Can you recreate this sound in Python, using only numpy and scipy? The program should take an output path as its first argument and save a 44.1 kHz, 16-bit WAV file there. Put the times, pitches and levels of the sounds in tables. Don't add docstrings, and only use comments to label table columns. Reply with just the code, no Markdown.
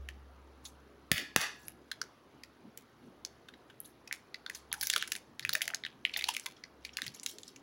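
import sys
import numpy as np
from scipy import signal
from scipy.fft import rfft, irfft
from scipy.io import wavfile
from scipy.ndimage import uniform_filter1d, minimum_filter1d

SR = 44100
rng = np.random.default_rng(int(sys.argv[2]) if len(sys.argv) > 2 else 0)


def pcm_store(signal):
    levels = np.round(np.clip(np.atleast_2d(signal), -1, 1) * 32767)
    wavfile.write(sys.argv[1], SR, levels.astype(np.int16).T)


N = 336042
TAPS = 2048
HZ = np.fft.rfftfreq(TAPS, 1 / SR)
TIME = np.arange(N) / SR


# (time [s], crack level [dB], crack length scale [ms], cup thump level [dB], thump pitch [Hz])
SEAM_SNAPS = [(1.1164, 24, 1, 32, 137.6), (1.3619, 29, 0.82, 30.5, 158.3)]
# (frequency [Hz], level [dB])
FIRST_CRACK_COLOUR = [(100, -30.5), (400, -22.5), (620, -3.5), (870, -12), (1400, -11.5), (1750, 7),
                      (2400, -4.5), (3100, 1), (3800, -6.5), (4400, -5), (6500, -7.5), (10500, -10),
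                      (16000, -8)]
# (frequency [Hz], level [dB])
SECOND_CRACK_COLOUR = [(100, -14.5), (320, -4.5), (550, 3), (1000, -8.5), (1400, 1), (1900, -2), (2350, 0),
                       (3200, -5.5), (3900, -10), (6500, -7), (10000, -12), (16000, -16)]


def snaps(thump_q=0.9):
    out = np.zeros(N)
    colours = [FIRST_CRACK_COLOUR, SECOND_CRACK_COLOUR]
    for (s, crack_db, ms, thump_db, thump_hz), colour in zip(SEAM_SNAPS, colours):
        crack = signal.fftconvolve(slips(ms), causal(amp(read(colour, HZ))))
        thump = causal(resonance(HZ, thump_hz, thump_q) ** 2)
        add(out, s, amp(crack_db) * crack)
        add(out, s, amp(thump_db) * thump)
    return out


# (pitch [Hz], level [dB], time to die by 60 dB [s])
CUP_MODES = [(1690, -45.5, 0.84), (1765, -52, 0.5), (1850, -45.5, 0.3), (2930, -45, 0.45), (4740, -49, .35),
             (5900, -49, .35), (7210, -51, 0.38)]


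def cup_ring(buckles, coupling_db=-28):
    t = TIME[:SR]
    ring = sum(amp(db - 60 * t / t60) * np.sin(2 * np.pi * hz * t) for hz, db, t60 in CUP_MODES)
    out = amp(coupling_db) * signal.fftconvolve(buckles, ring)[:N]
    for s, *_ in SEAM_SNAPS:
        add(out, s, ring)
    return out


SECOND_RING_DB = -2


def rings(db, main_hz, second_hz, q):
    main = resonance(HZ, main_hz, q) ** 3
    second = amp(SECOND_RING_DB) * resonance(HZ, second_hz, q) ** 3
    return amp(db) * np.hypot(main, second)


# (time [s], ring level [dB], main ring [Hz], second ring [Hz], crack level [dB], length scale [ms])
BUCKLES = [(0.0879, -0.5, 1700, 2640, -16, 1.4), (0.6521, -6, 3860, 6600, -20.5, 8.1),
           (1.1801, 7, 1900, 2970, -5, 1.0), (1.4081, -4, 1640, 1980.0, 0, 1.5),
           (1.4137, 0, 1390.0, 5170, 4.5, 1.4), (1.6825, -4.5, 2060, 11200, -16.5, 0.86),
           (1.915, 3.5, 1590, 3870, -9, 2.5), (2.0152, 6, 1450, 5200, -10.5, 2.1),
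           (2.4351, -9.5, 2130, 4840, -19.5, 1.9), (2.7745, -10, 7800, 14100, -17.5, 1.8),
           (3.2495, -1, 5930, 4700, -11.5, 1.2), (3.4857, -8.5, 1570, 3300, -25.5, 3),
           (3.5378, -14, 1820, 3530, -37, 3), (3.699, -14, 1600, 3000, -32, 5.4),
           (3.803, -7.5, 12030.0, 12020.0, -34, 0.75), (3.8461, -18.5, 3810, 11300, -42, 7.7),
           (4.0753, -11, 2380, 5260.0, -20.5, 2.6), (4.1112, 4.5, 1840.0, 2090, -48, 0.39),
           (4.1265, 3.5, 1940.0, 2200, -2, 0.84), (4.3431, -0.5, 2040, 4220, -22, 2.4),
           (4.463, 1, 1540, 3800, -21.5, 1.5), (4.498, 2.5, 1910.0, 1910.0, -9.5, 1.6),
           (4.548, -7.5, 5600, 6700, -13.5, 4.7), (4.716, -1.5, 960.0, 3520.0, -40, 2),
           (4.7278, 4, 1910, 10900, -2, 0.52), (4.7392, -0.5, 1450, 1640, -9, 4.1),
           (4.8112, 0.5, 4870, 9500, -6, 0.95), (4.8156, -1.5, 4890.0, 13730.0, -22, 0.44),
           (4.829, 3.5, 1700.0, 13700, -8, 1.8), (4.833, 0, 4160, 10400, -4, 1.9),
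           (4.8707, 3.5, 5840.0, 13000, -3.5, 1.2), (4.8997, 10, 3340.0, 7450, 5.5, 2),
           (4.9304, -3, 1900, 4080, -6, 1.4), (4.9364, 10, 1830, 4400, -1, 0.98),
           (4.9621, 13.5, 1440, 3340, 3.5, 1.04), (4.9789, -4, 3800, 9600, -6, 1.2),
           (5.0253, 8.5, 1630, 3130, -6, 0.54), (5.0757, -8, 1670.0, 8850, -10.5, 3.2),
           (5.1195, 3, 1830.0, 2970, 4, 1.9), (5.1527, -2.5, 1830, 3780, -10, 0.78),
           (5.1622, -4, 2350.0, 8700, -11, 2.4), (5.395, 0, 2030, 3700.0, -8.5, 0.62),
           (5.4255, -6.5, 1800, 4400, -26, 6.9), (5.45, 12.5, 2030, 2330, -8, 0.56),
           (5.4927, 8.5, 1510, 4060, 0.5, 1.5), (5.5306, 2.5, 3680, 4530, -8, 0.66),
           (5.5341, 5, 4700, 15030.0, -4, 1.1), (5.552, 13, 1750, 2270.0, 2.5, 1.3),
           (5.6082, 2.5, 1940.0, 1930, -21, 1.3), (5.6177, 9, 2190, 3100, 2, 1.4),
           (5.6218, -1.5, 2820, 11900, -7, 3.6), (5.655, -11, 2270.0, 2270.0, -13, 1.2),
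           (5.6786, 7, 1960, 2100, -0.5, 0.9), (5.703, -1.5, 1450.0, 2600.0, -33, 0.41),
           (5.737, 4.5, 1700, 1650.0, -31, 0.49), (5.7463, 4.5, 6530.0, 4560, -5, 0.74),
           (5.8373, 0, 2000, 3650, -43, 0.38), (5.85, 2.5, 1860, 3860, -32, 0.9),
           (5.8636, 1.5, 1900, 2980, -21, 1.3), (6.051, 15, 2220, 2970, -14.5, 0.56),
           (6.1376, 3, 2660, 4000, -17, 4), (6.1626, 7.5, 2000, 3600, -28, 1.9),
           (6.1709, -1, 790, 12800, -4, 4.9), (6.1904, 2, 2440, 3220.0, -8.5, 4.1),
           (6.2105, 2, 1970, 3690.0, -17, 1.1), (6.2226, 0, 2130, 2540.0, -12, 0.92),
           (6.2412, 9, 4100, 2360.0, -5, 1.4), (6.2855, 6, 900, 2900, -2, 4),
           (6.2886, 10, 955, 2920, 0.5, 2.15), (6.3381, -6, 2770, 8330.0, -11, 4.6),
           (6.3489, -2, 2560, 3270.0, -15, 0.87), (6.3664, 5.5, 2350, 2420, -2, 0.76),
           (6.3975, -6, 7100, 8260, -14, 0.48), (6.4601, -5.5, 1020, 2050.0, -5.5, 1.1),
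           (6.4634, 1.5, 2070.0, 3430, -7.5, 1.8), (6.6371, -5, 1970, 4800, -33, 2.5),
           (6.8493, -1.5, 2340, 4300, -13.5, 3), (6.8918, -10.5, 2510.0, 3400, -47, 0.67),
           (6.97, 2, 2780, 4480, -4, 1.1), (6.9864, 5, 1380, 2080, -23, 1.7),
           (7.019, 4.5, 1830, 3940, -7, 0.65), (7.0649, -3, 2010, 3180, -8.5, 4),
           (7.0796, -5, 4530.0, 4530.0, -15.5, 0.6), (7.1979, -10, 5530, 7000, -26, 0.53),
           (7.232, -7, 8500, 7380.0, -14.5, 3.3), (7.2622, 4.5, 3500, 6630.0, -1.5, 1.5),
           (7.3845, -10.5, 3980, 6940, -18.5, 1.4), (7.4323, -9.5, 3770, 7300, -41, 1.4),
           (7.4795, -12, 5460, 8000, -38, 2.1), (7.561, -13, 2510.0, 6270, -26, 2.7)]
# (frequency [Hz], level [dB])
FOIL_COLOUR = [(150, -31.5), (600, -19), (1100, -13.5), (1700, -0.5), (4500, -4.5), (7000, -5.5),
               (16000, -19.5)]
CRACK_TILT_DB_PER_OCTAVE = 3
SETTLE_DB, SETTLE_S, SETTLE_SPREAD_DB = -16, 0.0091, -2


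def crackles(q=2.4, far_q=1.5, ring_carry_db=-10.5, crack_carry_db=-6.0, count=3):
    near, far = np.zeros((2, N))
    octaves = np.log2((np.maximum(HZ, 900) + 200) / 4000)
    colour = amp(read(FOIL_COLOUR, HZ) + CRACK_TILT_DB_PER_OCTAVE * octaves)
    for s, *modes, crack_db, ms in BUCKLES:
        crack, run = amp(crack_db) * colour, slips(ms)
        direct_colour = np.hypot(crack, rings(*modes, q))
        add(near, s, signal.fftconvolve(run, causal(direct_colour)))
        far_rings = amp(ring_carry_db) * rings(*modes, far_q)
        spread_colour = np.hypot(amp(crack_carry_db) * crack, far_rings)
        spread = signal.fftconvolve(run, causal(spread_colour))
        add(far, s, spread)
        waits = np.cumsum(rng.exponential(1, count))
        for wait, size in zip(waits, rng.uniform(-1, 1, count)):
            settle_db = SETTLE_DB + SETTLE_SPREAD_DB * size
            add(near, s + SETTLE_S * wait, amp(settle_db) * spread)
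    return near, far


# (time of the top [s], level [dB], build-up time constant [s], centre pitch [Hz])
FOIL_PULLS = [(0.09, -65.5, .003, 4530), (0.654, -44, .006, 14000), (.667, -71, .004, 4200),
              (1.67, -54.5, 0.064, 13000), (2.779, -65, .008, 4200), (3.08, -72.5, .05, 11000),
              (3.858, -47, 0.0048, 19400), (4.137, -50, 0.0061, 12000), (4.561, -47.5, .02, 7900),
              (4.85, -37, 0.029, 10100), (4.93, -42, .04, 7000), (5.02, -42.5, 0.051, 4000),
              (5.13, -48.5, 0.029, 9000), (5.55, -47, .04, 9000), (5.645, -49, .015, 7000),
              (6.18, -51.5, 0.05, 4000), (6.3, -41, 0.024, 5000), (6.435, -54, 0.075, 10000),
              (6.567, -61.5, .002, 4450), (6.86, -55, .015, 4370), (6.935, -55, 0.0023, 5000),
              (7.04, -47, .03, 4900), (7.146, -48.5, 0.0035, 6950), (7.175, -61, .03, 5500),
              (7.299, -43.5, 0.021, 8500), (7.4, -58, 0.012, 7500), (7.485, -56, 0.025, 7000)]
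PULL_RELEASE_S = 0.022
HELD_DB = -80
PULL_WIDTH_OCTAVES = 1


def pulling(hz):
    t = TIME[::64]
    power = amp(HELD_DB) ** 2
    for s, db, build_s, centre_hz in FOIL_PULLS:
        distance = abs(np.log2(hz / centre_hz) / PULL_WIDTH_OCTAVES)
        share = 1 / np.hypot(1, distance ** 3)
        swell = np.exp(-np.maximum((s - t) / build_s, (t - s) / PULL_RELEASE_S))
        power = power + (share * amp(db) * swell) ** 2
    return np.interp(TIME, t, np.sqrt(power))


def crinkle(cracks, per_s=3000, spread_db=5.5, q=4.3, low_hz=1500, top_hz=15000, ms=0.98,
            pull_db=3, stir_db=-25, stir_s=0.01, count=24):
    keep = np.exp(-1 / (stir_s * SR))
    stir = amp(stir_db) * np.sqrt(signal.lfilter([1 - keep], [1, -keep], cracks ** 2))
    out, power = np.zeros(N), 0
    for hz in np.geomspace(low_hz, top_hz, count):
        sizes = amp(spread_db * np.minimum(rng.exponential(1, N // 16), 3))
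        happens = rng.random(len(sizes)) < 16 * per_s / count / SR
        ticks = np.zeros(N)
        ticks[:16 * len(sizes):16] = sizes * happens
        crease = signal.fftconvolve(slips(ms), causal(resonance(HZ, hz, q) ** 3))
        crease = evened(crease[:TAPS // 2])
        creases = signal.oaconvolve(ticks, amp(read(FOIL_COLOUR, hz) / 2) * crease)[:N]
        out += creases * np.hypot(amp(pull_db) * pulling(hz), stir)
        power += np.mean(creases ** 2)
    return out / np.sqrt(power)


# (centre time [s], level [dB], pitch [Hz], half length [s])
FINGER_RUBS = [(1.21, -48, 280, 0.06), (2.667, -52.5, 213, 0.051), (3.075, -54.5, 242, 0.083),
               (4.775, -58.5, 830, 0.11), (4.972, -48.5, 470, 0.021), (5.482, -53, 136, 0.1),
               (5.558, -51.5, 630, 0.047), (5.698, -56.5, 684, 0.14), (6.172, -53, 676, .03),
               (6.28, -57.5, 790, 0.075), (6.473, -52, 1000, .025), (7.032, -54, 223, 0.016),
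               (7.091, -55, 138, 0.071), (7.371, -59, 360, 0.11)]
RUB_Q, CREAK_HZ = 1.3, 520


def rubs():
    out = np.zeros(N)
    for s, db, hz, half_s in FINGER_RUBS:
        q = RUB_Q * (1 + (hz / CREAK_HZ) ** 2)
        colour = resonance(np.fft.rfftfreq(SR, 1 / SR), hz, q) ** 2
        noise = irfft(rfft(rng.standard_normal(SR)) * colour)
        n = min(int(2 * half_s * SR), SR)
        add(out, s - half_s, amp(db) * evened(noise[:n]) * np.hanning(n))
    return out


# (delay [s], level [dB])
CLOSE_ECHOES = [(.0021, -32), (.0039, -17), (.0058, -27), (0.0099, -23), (0.0123, -17.5), (.0225, -24)]


def reflections(x):
    out = np.zeros(N)
    for delay, db in CLOSE_ECHOES:
        add(out, delay, amp(db) * x)
    return out


# (frequency [Hz], time to die by 60 dB [s])
TAIL_T60 = [(150, 0.245), (600, 0.31), (1800, 0.33), (5000, 0.36), (9000, 0.27), (16000, 0.18)]
# (frequency [Hz], level [dB])
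TAIL_COLOUR = [(120, -22.5), (270, -5.5), (420, -9.5), (700, 6.5), (1600, 7), (6000, 2.5), (9000, 3),
               (16000, 5)]


def diffuse(x, wet_db=-11, build_s=0.001, uneven_db=3.2):
    hz, t, z = signal.stft(rng.standard_normal(SR), SR, nperseg=256)
    decay = np.exp(-np.log(1000) * t / read(TAIL_T60, hz)[:, None])
    z = z * amp(read(TAIL_COLOUR, hz))[:, None] * decay
    z = z * amp(uneven_db * rng.standard_normal((len(hz), 1)))
    tail = signal.istft(z, SR, nperseg=256)[1][:SR]
    tail = tail * (1 - np.exp(-TIME[:SR] / build_s))
    return amp(wet_db) * signal.fftconvolve(x, tail / np.linalg.norm(tail))[:N]


def room(near, far, count=3):
    out = reflections(near)
    for k in range(count):
        place = np.cos(np.pi * (TIME + k / count)) * np.sqrt(2 / count)
        out = out + diffuse(far * place)
    return out


# (time [s], level [dB])
HUM_RETURNS = [(4.702, -68), (5.0, -69), (6.219, -68), (6.85, -65.5)]
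HUM_HZ, HUM_RETURN_S = 68, 0.14
HUM_START_DB, HUM_FADE_DB_PER_S = -54, 11.5
HUM_BURST_DB, HUM_BURST_DB_PER_S = -47, 89


def hum(flutter_db=-78):
    turn = 2 * np.pi * HUM_HZ * TIME
    level = amp(HUM_START_DB - HUM_FADE_DB_PER_S * TIME)
    level += amp(HUM_BURST_DB - HUM_BURST_DB_PER_S * TIME)
    for s, db in HUM_RETURNS:
        level += amp(db) * np.exp(-((TIME - s) / HUM_RETURN_S) ** 2)
    flutter = np.sin(turn) * waver(0.63, 4.0) + np.cos(turn) * waver(1.0, 9.4)
    return np.sqrt(2) * np.sin(turn) * level + amp(flutter_db) * flutter


# (frequency [Hz], level per Hz [dB])
AIR_COLOUR = [(25, -28), (55, -21), (90, -10), (118, 8.5), (145, -15), (230, -0.5), (400, -3.5),
              (600, -9.5), (1250, -11), (2400, -22.5), (4500, -26.5), (6500, -38), (9000, -51.5)]
AIR_DB, HISS_DB = -60.5, -78.5


def room_noise(patchy_db=1.78, swell_db=0.2, size=7):
    hz, _, z = signal.stft(rng.standard_normal(N), SR, nperseg=1024)
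    patches = uniform_filter1d(rng.standard_normal(z.shape), size, axis=0)
    patches = evened(uniform_filter1d(patches, size, axis=1))
    air = signal.istft(z * amp(read(AIR_COLOUR, hz)[:, None] + patchy_db * patches))[1][:N]
    noise = amp(AIR_DB) * evened(air) + amp(HISS_DB) * rng.standard_normal(N)
    return amp(swell_db * waver(0.7, 7.1)) * noise


def amp(db):
    return 10 ** (np.asarray(db) / 20)


def evened(x):
    return x / np.sqrt(np.mean(x ** 2) + 1e-20)


def read(points, hz):
    f, value = np.transpose(points)
    return np.interp(np.log(hz + 1), np.log(f + 1), value)


def add(mix, s, sound):
    part = mix[max(round(s * SR), 0):][:len(sound)]
    part += sound[:len(part)]


def causal(gain):
    log_gain = np.log(np.maximum(gain, 1e-5))
    circle = np.r_[log_gain, log_gain[-2:0:-1]]
    return np.fft.ifft(np.exp(np.conj(signal.hilbert(circle)))).real


def resonance(f, hz, q):
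    return 1 / np.sqrt(1 + (q * (f / hz - hz / (f + 1))) ** 2)


def slips(ms, size=45):
    u = np.arange(TAPS) / SR * 1000 / max(ms, 0.2)
    run = rfft(rng.standard_normal(TAPS) * np.exp(-u ** 2 / 3))
    lumps = np.sqrt(uniform_filter1d(abs(run) ** 2, size))
    flattener = rfft(causal(lumps.mean() / lumps))
    return irfft(run * flattener) / lumps.mean()


def waver(low_hz, top_hz, count=24):
    rates = np.geomspace(low_hz, top_hz, count)
    return evened(sum(np.sin(2 * np.pi * (f * TIME + rng.random())) for f in rates))


def scene():
    near, far = crackles()
    handling = snaps() + crinkle(near)
    direct = near + handling
    echoed = room(direct, far + handling)
    return (direct + echoed + cup_ring(far) + rubs() + hum() + room_noise())[None]


# (frequency [Hz], level [dB])
MIC_COLOUR = [(6500, -1), (8500, -8.5), (10800, 3), (13300, -9), (14800, -2), (16000, 3.5)]


def record(dry, ceiling_db=-13.0, hold_s=0.017, recover_db_per_s=250, size=65):
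    x = signal.oaconvolve(dry[0], causal(amp(read(MIC_COLOUR, HZ))))[:N]
    level_db = 10 * np.log10(abs(uniform_filter1d(x ** 2, size)) + 1e-12)
    over_db = np.maximum(level_db - ceiling_db, 0)
    hold = max(int(hold_s * SR), 3)
    over_db = -minimum_filter1d(-over_db, hold, origin=(hold - 1) // 2)
    fall = TIME * recover_db_per_s
    duck_db = np.maximum.accumulate(over_db + fall) - fall
    x = x * amp(uniform_filter1d(minimum_filter1d(-duck_db, 2 * size), size))
    band_limit = signal.firwin(301, 15950, window=("kaiser", 8), fs=SR)
    return signal.oaconvolve(x, band_limit, "same")[None]


dry = scene()
out = record(dry)
pcm_store(out)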